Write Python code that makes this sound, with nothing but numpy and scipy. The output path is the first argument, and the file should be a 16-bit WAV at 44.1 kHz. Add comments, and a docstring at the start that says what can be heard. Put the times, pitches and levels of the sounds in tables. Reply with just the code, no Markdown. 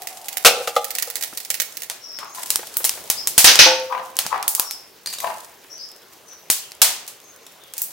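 """A walled yard, heard in stereo: first a metal tea urn close by, then an open steel grill.
Kindling cracks as split noise bursts in the urn's chimney; the lid rings as decaying modes and scrapes shut.
In the grill logs pop as noise snaps with echoes; a poker bangs on ringing steel and judders over the wood.
Birds are gliding tones in the trees; sizzle and air are shaped noise. The loudest peaks overload the input.
"""
import sys
import numpy as np
from scipy import signal
from scipy.fft import rfft, irfft, next_fast_len
from scipy.io import wavfile
from scipy.ndimage import uniform_filter1d

SR = 44100
rng = np.random.default_rng(int(sys.argv[2]) if len(sys.argv) > 2 else 0)


def wav_out(sig):
    """Save sig, one row per channel (or a flat mono array), as 16-bit PCM at SR to the path in sys.argv[1]."""
    wavfile.write(sys.argv[1], SR, np.round(np.clip(np.atleast_2d(sig).T, -1, 1) * 32767).astype(np.int16))


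N = 349272
TIME = np.arange(N) / SR
TOP_HZ = 15900  # upper edge of the pass band
GRILL_FROM_S = 1.87  # the urn's fire is heard before this moment, the grill's after it

# Spectrum of the open air: hz, level_db
AIR_SPECTRUM = [(25, -30), (108, -12), (270, -10), (400, -3.5), (1400, -10), (3720, -14), (6210, -15.5),
                (8360, -24), (16000, -16.5)]
AIR_DB, FLARE_DB = -48.5, 7.5  # the flames flare up once when stirred, then settle
FLARE_S, FLARE_RISE_S, FLARE_FALL_S = 3.04, 1, 1.6

# Reverberation of the yard: hz, t60_s
YARD_DECAY = [(1200, 0.51), (3700, 0.46), (10000, 0.32)]

# Small birds in the trees: start_s, length_s, pitch_hz, glide (share of the pitch), level_db (relative)
BIRD_CALLS = [(1.991, 0.23, 5410, -0.07, -36.5), (2.23, 0.16, 6470, 0.025, -45),
              (3.161, 0.055, 5120, 0.13, -25.5), (4.595, 0.18, 5410, -.13, -37),
              (5.692, 0.088, 5750, .08, -38.5), (5.769, 0.089, 5060, 0.162, -32.5),
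              (6.252, 0.11, 5940, -0.053, -42), (6.596, 0.082, 2970, -0.23, -44),
              (7.216, 0.13, 6370, 0, -48.5), (7.59, 0.12, 3390, -0.19, -49)]
BIRD_QUAVER_HZ = 190  # rms

# Sap vented by stirred logs: start_s, level_db (relative), t60_s
SAP_VENTS = [(2.34, -31, 5.6), (4.45, -47, 4.3), (5.06, -30.5, 1.4), (7.75, -35, 1.9)]
VENT_ATTACK_S = 0.018
URN_SIZZLE_DB, GRILL_SIZZLE_DB = -39, -54  # relative level of each fire's base sizzle

# Loudest cracks of kindling in the chimney, close by: start_s, level_db (relative)
CHIMNEY_CRACKS = [(.072,-23),(.284,-22.5),(.3708,-16.5),(0.844,-21),(.906,-23),(.952,-21),(.985,-17),(1.024,-16),(1.101,-23.5),(1.156,-20),(1.225,-19),(1.236,-19.5),(1.3742,-22),(1.503,-13.5),(1.5426,-19),(1.6005,-14),(1.618,-18),(1.77,-25.5)]
# Spectrum of a crack: hz, level_db
CRACK_SPECTRUM = [(100, -47), (600, -3.5), (1100, -11.5), (1900, 3.5), (2800, -1.5), (5000, 0), (10000, -3),
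                  (16000, -2)]
CRACK_TILT_DB = 2  # brightness per octave above 1500 Hz
SMALL_CRACKS_PER_S, SMALL_CRACK_DB = 5, -27

# Blows of the lid on the urn: start_s, ring_db, clash_db, contact_s
LID_BLOWS = [(.4485, -11.5, 1, 0.00012), (.459, -6, 6.5, 0.00012), (.674, -14.5, -17, 0.0017),
             (.7635, -5, -17.5, 0.00083), (1.0735, -9, -41, 0.0088)]
# Modes of urn and lid: hz, level_db, t60_s
URN_MODES = [(479, -1, 0.099), (547, -0.5, 0.088), (636, -12, 0.16), (751, -3.5, 0.14), (825.5, -5, 0.2),
             (1202, 3, 0.067), (1300, 4.5, 0.049), (2050, -9, 0.085), (2900, -15, 0.09), (3194, -15, .23),
             (3510, -11.5, 0.21), (4010, -15, 0.29), (5990, -8, 0.2)]
# Spectrum of the lid's clash: hz, level_db
LID_CLASH_SPECTRUM = [(60, -31), (300, -12), (650, 5), (950, -10), (1300, 1), (1750, -6.5), (2600, -1),
                      (6000, -5.5), (9000, -9), (16000, -13)]
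# The lid's rim scrapes into its seat
RIM_START_S, RIM_LENGTH_S, RIM_DB, RIM_CONTACT_S = .5, .13, -29, 0.012

# Burning wood settling: start_s, level_db (relative), pitch_hz
WOOD_KNOCKS = [(1.327, -37, 312), (2.591, -29.5, 510), (2.63, -33, 930), (2.802, -32.5, 514),
               (2.975, -36.5, 650), (4.252, -31, 222), (5.644, -45, 413)]
# Modes of a log under the poker: multiple of the pitch, level_db, t60_s
LOG_MODES = [(.701, -8, 0.029), (.93, -1.5, 0.02), (1.06, -1, 0.013)]
LOOSE_RING = 3  # a loose log rings this many times longer than one under the poker
# Spectrum of crunching charred wood: hz, level_db
CHAR_SPECTRUM = [(150, -31.5), (500, -4.5), (1000, -1.5), (1600, -0.5), (3500, -12.5), (8000, -29)]

# Clinks of the poker's tip on metal: start_s, level_db, pitch_hz
TIP_CLINKS = [(5.06, -20.5, 4110), (5.072, -22.5, 4570), (5.1275, -25, 3880), (5.1373, -23, 4370),
              (5.185, -24, 3710), (5.203, -21, 6387), (5.27, -29.5, 2670), (7.466, -33, 3520)]
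# Modes of the poker: multiple of the pitch, level_db, t60_s
POKER_MODES = [(.74, -13, 0.023), (.95, -7, 0.034), (1.04, 1.5, 0.025), (1.55, -5, 0.03), (2.03, 1, 0.016)]

# Judders of the poker along the logs: start_s (first catch), length_s, level_db (relative), pitch_hz,
# slip_s (time between slips)
JUDDERS = [(2.229, 0.045, -25.5, 1226, 0.023), (2.382, 0.034, -25, 994, .021),
           (3.924, 0.1, -14.5, 1125, 0.026), (4.327, 0.069, -13.5, 1230, 0.017),
           (4.597, 0.031, -21.5, 1190, .028), (5.243, 0.067, -14, 1005, 0.029)]
SLIP_FADE_DB, SLIP_SAG = -7.5, 0.094  # change of level and lost share of pitch over a full judder
DRAG_S, DRAG_DB = 0.034, -29  # rubbing that builds up before each slip
CHAR_DB, CHAR_T60_S = -11.5, 0.041  # crunch of charred wood at each slip

# Poker blows on the grill: start_s, ring_db, clash_db, contact_s
GRILL_BLOWS = [(3.4445, -29, -5.5, 0.00012), (3.473, -44.5, -2, 0.00027), (3.59, -27.5, 4.5, .0001),
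               (3.661, -10, -18.5, 0.002)]
# Modes of the steel grill: hz, level_db, t60_s
GRILL_MODES = [(325, -9, .3), (519, 0.5, .9), (678, -6, .42), (797, -4, .35), (856, -1, .45), (904, 4, .68),
               (1120, -3, .41), (1499, 5, .5), (1895, 4, .35), (2536, 7, .35), (3354, 6, .35),
               (3844, 6, .35), (4360, 7, .35), (5652, 8, .3)]
# Spectrum of the poker's clash: hz, level_db
POKER_CLASH_SPECTRUM = [(100, -26.5), (500, -10.5), (1100, -10.5), (1500, -2.5), (3000, 0.5), (6200, 1),
                        (7200, -15.5), (16000, -24)]
WOBBLES_PER_S, LID_WOBBLE, GRILL_WOBBLE = 55, .08, .25  # drift points per second; depth for each metal

# Loudest pops of the logs: start_s, level_db (relative), tilt_db (per octave above 1500 Hz), echo_db;
# those deep in the fire box are more echo
GRILL_POPS = [(1.899,-20.5,0.6,-0.5),(2.1882,-28.5,-2.5,1),(2.5042,-7,4.5,-6),(2.558,-6,4,-13),(2.7695,-5.5,16,-8.5),(2.8432,-14.5,3,1.5),(2.8501,-7.5,6.5,-3),(2.8938,-10.5,2,-12),(3.1007,-6,4,-4.5),(3.273,-7,6,-5.5),(3.379,11,4,-8),(3.4434,9.5,1.5,-4),(3.5564,-8,-0.5,-8),(4.1678,-21,4,-6),(4.189,-5.5,2,-7),(4.2649,-21,1,-0.5),(4.4275,-18.5,-1.5,-8.5),(4.4798,-3,10,-6),(4.55,-12,7.5,-3.5),(4.5968,-4.5,6,-9),(4.71,-20,4.5,-4),(6.501,-5.5,5,1),(6.719,-31,-1.5,-10),(6.8173,8,3,-6),(7.078,-30,3.5,4.5),(7.7371,-27.5,2,-5),(7.78,-22.5,7,3),(7.8181,-15,13,0.5)]
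# Spectrum shared by pops, sizzle and tip ticks: hz, level_db
POP_SPECTRUM = [(60, -24), (350, -15), (800, -0.5), (1200, -4.5), (2500, -2), (5500, -1.5), (9500, -2.5),
                (11000, -5), (16000, -9.5)]
SMALL_POPS_PER_S, SMALL_POP_DB, SMALL_POP_TILT_DB, SMALL_POP_ECHO_DB = 4, -40.5, 4, -12
SNAP_T60_S, RATTLE_T60_S = .0055, 0.12
RATTLE_DB = -0.5  # rattle in the fire box relative to the pop's echo
GRIT_DB = 2.5  # unevenness of the rattle as the fibres tear one after another


def undb(db):
    """Decibels to gain."""
    return 10 ** (np.asarray(db) / 20)


def unit(x):
    """Scale to rms 1."""
    return x / np.sqrt(np.mean(x ** 2))


def curve(rows):
    """Join (s, value) rows with straight lines."""
    return np.interp(TIME, *np.transpose(rows))


def fade(t, t60):
    """Exponential decay, down 60 dB after t60 seconds."""
    return np.exp(-np.log(1000) * t / max(t60, 1e-4))


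def add(track, s, sound):
    """Mix a sound into a track at time s."""
    i = max(int(s * SR), 0)
    track[..., i:i + sound.shape[-1]] += sound[..., :N - i]


def colour(x, points, tilt_db=0):
    """Minimum-phase filter from (Hz, dB) points and a treble tilt; keeps the power of white noise."""
    size = 1024
    octave = np.log2(np.maximum(np.fft.rfftfreq(size, 1 / SR), 1))
    hz, db = np.transpose(points)
    tilt = tilt_db * np.maximum(octave - np.log2(1500), 0)
    gain = undb(np.interp(octave, np.log2(hz), db) + tilt)
    audible = gain[octave < np.log2(TOP_HZ)]
    cepstrum = irfft(np.log(gain / np.sqrt(np.mean(audible ** 2))))
    # folding the cepstrum makes the filter causal
    cepstrum[1:size // 2] *= 2
    cepstrum[size // 2 + 1:] = 0
    response = irfft(np.exp(rfft(cepstrum)))
    return signal.fftconvolve(x, response[None], axes=-1)[:, :x.shape[-1]]


def noise(size, likeness):
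    """Two channels of white noise with a given correlation."""
    own = rng.standard_normal((3, size))
    share = np.clip(likeness, 0, 1)
    return np.sqrt(share) * own[2] + np.sqrt(1 - share) * own[:2]


def pan(db):
    """Gains for a left-minus-right level."""
    return undb(np.array([[db], [-db]]) / 2)


def walk(rate, size=N):
    """Random drift joining normally distributed points, rate of them per second."""
    knots = rng.standard_normal(int(size / SR * rate) + 2)
    return np.interp(TIME[:size] * rate, np.arange(len(knots)), knots)


def stray_events(start_s, end_s, per_s, db, spread_db=3):
    """Rows (s, level dB) of small events at random moments."""
    length = end_s - start_s
    chance = rng.random((int(length * per_s), 2))
    return [(start_s + when * length, db + spread_db * (2 * size - 1)) for when, size in chance]


def ring(modes, t, contact_s=0, wobble=0):
    """Decaying modes; longer contact weakens the high ones, and loose metal wavers in level and phase."""
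    out = 0
    for k, (hz, db, t60) in enumerate(modes):
        swell = wobble * walk(WOBBLES_PER_S, size=len(t))
        sway = wobble * walk(WOBBLES_PER_S, size=len(t))
        gain = (-1) ** k * undb(db) / (1 + (hz * contact_s / 2) ** 2)
        out = out + gain * fade(t, t60) * (1 + swell) * np.sin(2 * np.pi * hz * t + sway)
    return out


def yard_response():
    """Scattered echoes from ground and stone walls; the treble dies first, the bass is alike in both ears."""
    t = TIME[:int(.7 * SR)]
    hz = np.fft.rfftfreq(len(t), 1 / SR)
    mid, side = rfft(rng.standard_normal((2, len(t))))
    width = 0.99 * hz / (hz + 900)
    spectrum = (mid + np.array([[1], [-1]]) * width * side) / np.sqrt(1 + width ** 2)
    centres, t60s = np.transpose(YARD_DECAY)
    tail = 0
    for share, t60 in zip(np.eye(len(centres)), t60s):
        band = irfft(spectrum * np.interp(hz, centres, share), len(t))
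        tail = tail + band * fade(t, t60)
    tail = tail * np.minimum(t / 0.0019, 1)
    return unit(tail) / np.sqrt(len(t))


def echo(x, response):
    """What the surroundings send back to the microphone."""
    mono = x.sum(axis=0, keepdims=True) / np.sqrt(3)
    return signal.fftconvolve(mono, response, axes=-1)[:, :N]


def flare():
    """Height of the flames' flare-up, 0 to 1."""
    return curve([(FLARE_S - FLARE_RISE_S, 0), (FLARE_S, 1), (FLARE_S + FLARE_FALL_S, 0)])


def air():
    """A soft outdoor wash; the flames make each region of pitch flutter on its own."""
    spectrum = rfft(unit(colour(noise(N, likeness=0.68), AIR_SPECTRUM)), next_fast_len(N))
    hz = np.linspace(0, SR / 2, spectrum.shape[1])
    centres = np.geomspace(100, 12800, 15)
    wash = 0
    for share in np.eye(len(centres)):
        band = irfft(spectrum * np.interp(hz, centres, share))[:, :N]
        wash = wash + band * undb(2.2 * walk(rate=30))
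    return unit(wash) * undb(AIR_DB + FLARE_DB * flare())


def birds():
    """Thin, buzzy gliding whistles that flutter in level."""
    out = np.zeros((2, N))
    for s, length, pitch, glide, db in BIRD_CALLS:
        size = int(length * SR)
        quaver = unit(uniform_filter1d(rng.standard_normal(size), size=40))
        hz = pitch * (1 + glide * np.linspace(-.5, .5, size)) + BIRD_QUAVER_HZ * quaver
        flutter = undb(4 * walk(rate=60, size=size))
        swell = np.sin(np.linspace(0, np.pi, size))
        whistle = np.sin(2 * np.pi * np.cumsum(hz) / SR)
        add(out, s, undb(db) * flutter * swell * whistle)
    return out


def steam_flow():
    """Each fire has a constant base flow; a vent of sap opens quickly and dies away."""
    flow = undb(np.where(TIME < GRILL_FROM_S, URN_SIZZLE_DB, GRILL_SIZZLE_DB))
    for s, db, t60 in SAP_VENTS:
        age = np.maximum(TIME - s, 0)
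        vent = undb(db) * np.minimum(age / VENT_ATTACK_S, 1) * fade(age, t60)
        flow = np.hypot(flow, vent)
    return flow


def sizzle(yard):
    """Countless tiny bursts over a thin jet of steam."""
    burst_gain = undb(np.minimum(8.1 * rng.exponential(size=N), 19))
    ticks = (rng.random(N) < 130 / SR) * burst_gain  # about 130 a second
    bursts = signal.fftconvolve(ticks, fade(TIME[:SR // 50], 0.032))[:N]
    grains = noise(N, likeness=0.23) * bursts
    sputter = undb(2.5 * walk(rate=11))
    steam = noise(N, likeness=0.63) * undb(2 * walk(rate=45))
    hiss = colour(0.65 * unit(grains) + 0.43 * steam, POP_SPECTRUM, tilt_db=3.0)
    sound = hiss * steam_flow() * sputter
    return sound + undb(-18) * echo(sound, yard)


def draught(hz, width_hz, db, until_s):
    """Hot air hums hollowly in the urn's chimney: noise through one resonance, fading from the start."""
    pipe = signal.lfilter(*signal.iirpeak(hz, hz / width_hz, fs=SR), noise(N, likeness=0.92))
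    return undb(db) * unit(pipe) * np.clip(1 - TIME / until_s, 0, 1)


def settling_wood():
    """Burning wood shifts and drops with a dull knock and a little crunch."""
    out, t = np.zeros((2, N)), TIME[:SR // 5]
    for s, db, hz in WOOD_KNOCKS:
        modes = [(hz * k, mode_db, t60 * LOOSE_RING) for k, mode_db, t60 in LOG_MODES]
        crunch = colour(noise(len(t), likeness=0.77) * fade(t, 0.065), CHAR_SPECTRUM)
        add(out, s, undb(db) * (ring(modes, t) + undb(1.0) * crunch))
    return out


def chimney(yard):
    """Each crack of kindling splits twice in quick succession and rattles briefly in the pipe."""
    out, t = np.zeros((2, N)), TIME[:SR // 10]
    small = stray_events(0, GRILL_FROM_S, SMALL_CRACKS_PER_S, SMALL_CRACK_DB)
    for s, db in CHIMNEY_CRACKS + small:
        late = t - rng.uniform(0.0016, 0.015)
        second_split = .5 * (late > 0) * fade(abs(late), 0.013)
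        shape = fade(t, 0.0026) + 0.82 * fade(t, 0.041) + second_split
        crack = colour(noise(len(t), likeness=0.35) * shape, CRACK_SPECTRUM, CRACK_TILT_DB)
        add(out, s, undb(db) * crack)
    return pan(db=-6) * (undb(3.5) * out + undb(-4.5) * echo(out, yard))


def rim():
    """Tiny slips of the lid's rim keep the urn's modes ringing."""
    out, size = np.zeros((2, N)), int(RIM_LENGTH_S * SR)
    slips = rng.standard_normal(size) * (rng.random(size) < 900 / SR)  # about 900 a second
    sound = signal.fftconvolve(slips, ring(URN_MODES, TIME[:SR // 4], RIM_CONTACT_S))
    add(out, RIM_START_S, undb(RIM_DB) * sound / np.std(sound[:size]))
    return out


def metal(blows, modes, clash_colour, clash_t60, likeness, wobble):
    """Struck sheet metal: a noise clash of crowded modes, then the few long ones sing on unevenly."""
    out, t = np.zeros((2, N)), TIME[:SR]
    for s, ring_db, clash_db, contact_s in blows:
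        clash = colour(noise(len(t), likeness) * fade(t, clash_t60), clash_colour)
        singing = ring(modes, t, contact_s, wobble) / 2
        add(out, s, undb(clash_db) * clash + undb(ring_db) * singing)
    return out


def poker_tip():
    """Each touch is a short gritty tick; its pitch depends on where the rod meets the rim."""
    out, t = np.zeros((2, N)), TIME[:SR // 5]
    for s, db, hz in TIP_CLINKS:
        modes = [(hz * k, mode_db + 3 * rng.standard_normal(), t60) for k, mode_db, t60 in POKER_MODES]
        tick = colour(noise(len(t), likeness=1.0) * fade(t, 0.022), POP_SPECTRUM, tilt_db=0.5)
        add(out, s, undb(db) * (tick + undb(-4.0) * ring(modes, t)))
    return out


def poker_on_wood():
    """The iron drags, sticks and slips; each slip knocks a hollow note out of a log, weaker and lower."""
    out, t = np.zeros((2, N)), TIME[:SR // 10]
    size = int(DRAG_S * SR)
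    for s, length, db, hz, slip_s in JUDDERS:
        for delay in np.arange(0, length, slip_s):
            progress = delay / length
            pitch = hz * (1 - SLIP_SAG * progress)
            modes = [(pitch * k * (1 + 0.03 * rng.standard_normal()), mode_db, t60)
                     for k, mode_db, t60 in LOG_MODES]
            drag = undb(DRAG_DB) * rng.standard_normal(size) * np.linspace(0, 1, size)
            # the rubbing, then the slip's single impulse, drive the log's modes
            knock = signal.fftconvolve(np.append(drag, 1), ring(modes, t) * (1 - fade(t, 0.004)))
            crunch = colour(noise(len(t), likeness=1) * fade(t, CHAR_T60_S), CHAR_SPECTRUM)[0]
            add(knock, DRAG_S, undb(CHAR_DB) * crunch)
            uneven = 1 + 0.086 * rng.standard_normal()
            add(out, s + delay * uneven - DRAG_S, undb(db + SLIP_FADE_DB * progress) * knock)
    return out


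def logs():
    """Steam pockets burst: a snap of milliseconds, a short rattle in the fire box, then the walls."""
    out, t = np.zeros((2, N)), TIME[:SR // 5]
    snap = unit(fade(t, SNAP_T60_S)) / np.sqrt(len(t))
    rattle = unit(fade(t, RATTLE_T60_S)) / np.sqrt(len(t))
    snap_gain = np.sqrt(.003 * SR)  # energy of 3 ms of noise
    strays = stray_events(GRILL_FROM_S, N / SR, SMALL_POPS_PER_S, SMALL_POP_DB)
    small = [(s, db, SMALL_POP_TILT_DB, SMALL_POP_ECHO_DB) for s, db in strays]
    for s, db, tilt_db, echo_db in GRILL_POPS + small:
        # every pop comes from another spot, so it has echoes of its own
        pop = undb(echo_db) * yard_response()
        tearing = unit(undb(GRIT_DB * walk(rate=800, size=len(t))))
        shape = snap + undb(echo_db + RATTLE_DB) * rattle * tearing
        add(pop, 0, noise(len(t), likeness=0.76) * shape)
        add(out, s, undb(db) * snap_gain * colour(pop, POP_SPECTRUM, tilt_db))
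    return out


def scene():
    """Everything sounds in the same yard; the birds are far off, with more echo than direct sound."""
    yard = yard_response()
    lid = metal(LID_BLOWS, URN_MODES, LID_CLASH_SPECTRUM, clash_t60=0.1, likeness=0.82, wobble=LID_WOBBLE)
    lid = lid + rim()
    grill = metal(GRILL_BLOWS, GRILL_MODES, POKER_CLASH_SPECTRUM, clash_t60=0.3, likeness=0.51,
                  wobble=GRILL_WOBBLE)
    knocks, clinks, calls = poker_on_wood(), poker_tip(), birds()
    left_side = pan(db=13.5) * (knocks + undb(-6.0) * calls)
    near = lid + grill + clinks + settling_wood() + left_side
    to_walls = undb(-14.0) * lid + undb(-9.5) * grill + undb(1.0) * knocks + undb(-3.0) * clinks + calls
    fires = chimney(yard) + logs() + sizzle(yard)
    hum = draught(hz=750, width_hz=79, db=-43.5, until_s=1.73)
    return near + echo(to_walls, yard) + fires + air() + hum


def record(dry):
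    """The microphone input flattens the loudest peaks towards full scale; the extreme treble is cut."""
    flattened = dry / (1 + dry ** 4) ** (1 / 4)
    return signal.sosfilt(signal.ellip(10, .2, 60, TOP_HZ, fs=SR, output="sos"), flattened)


dry = scene()
out = record(dry)
wav_out(out)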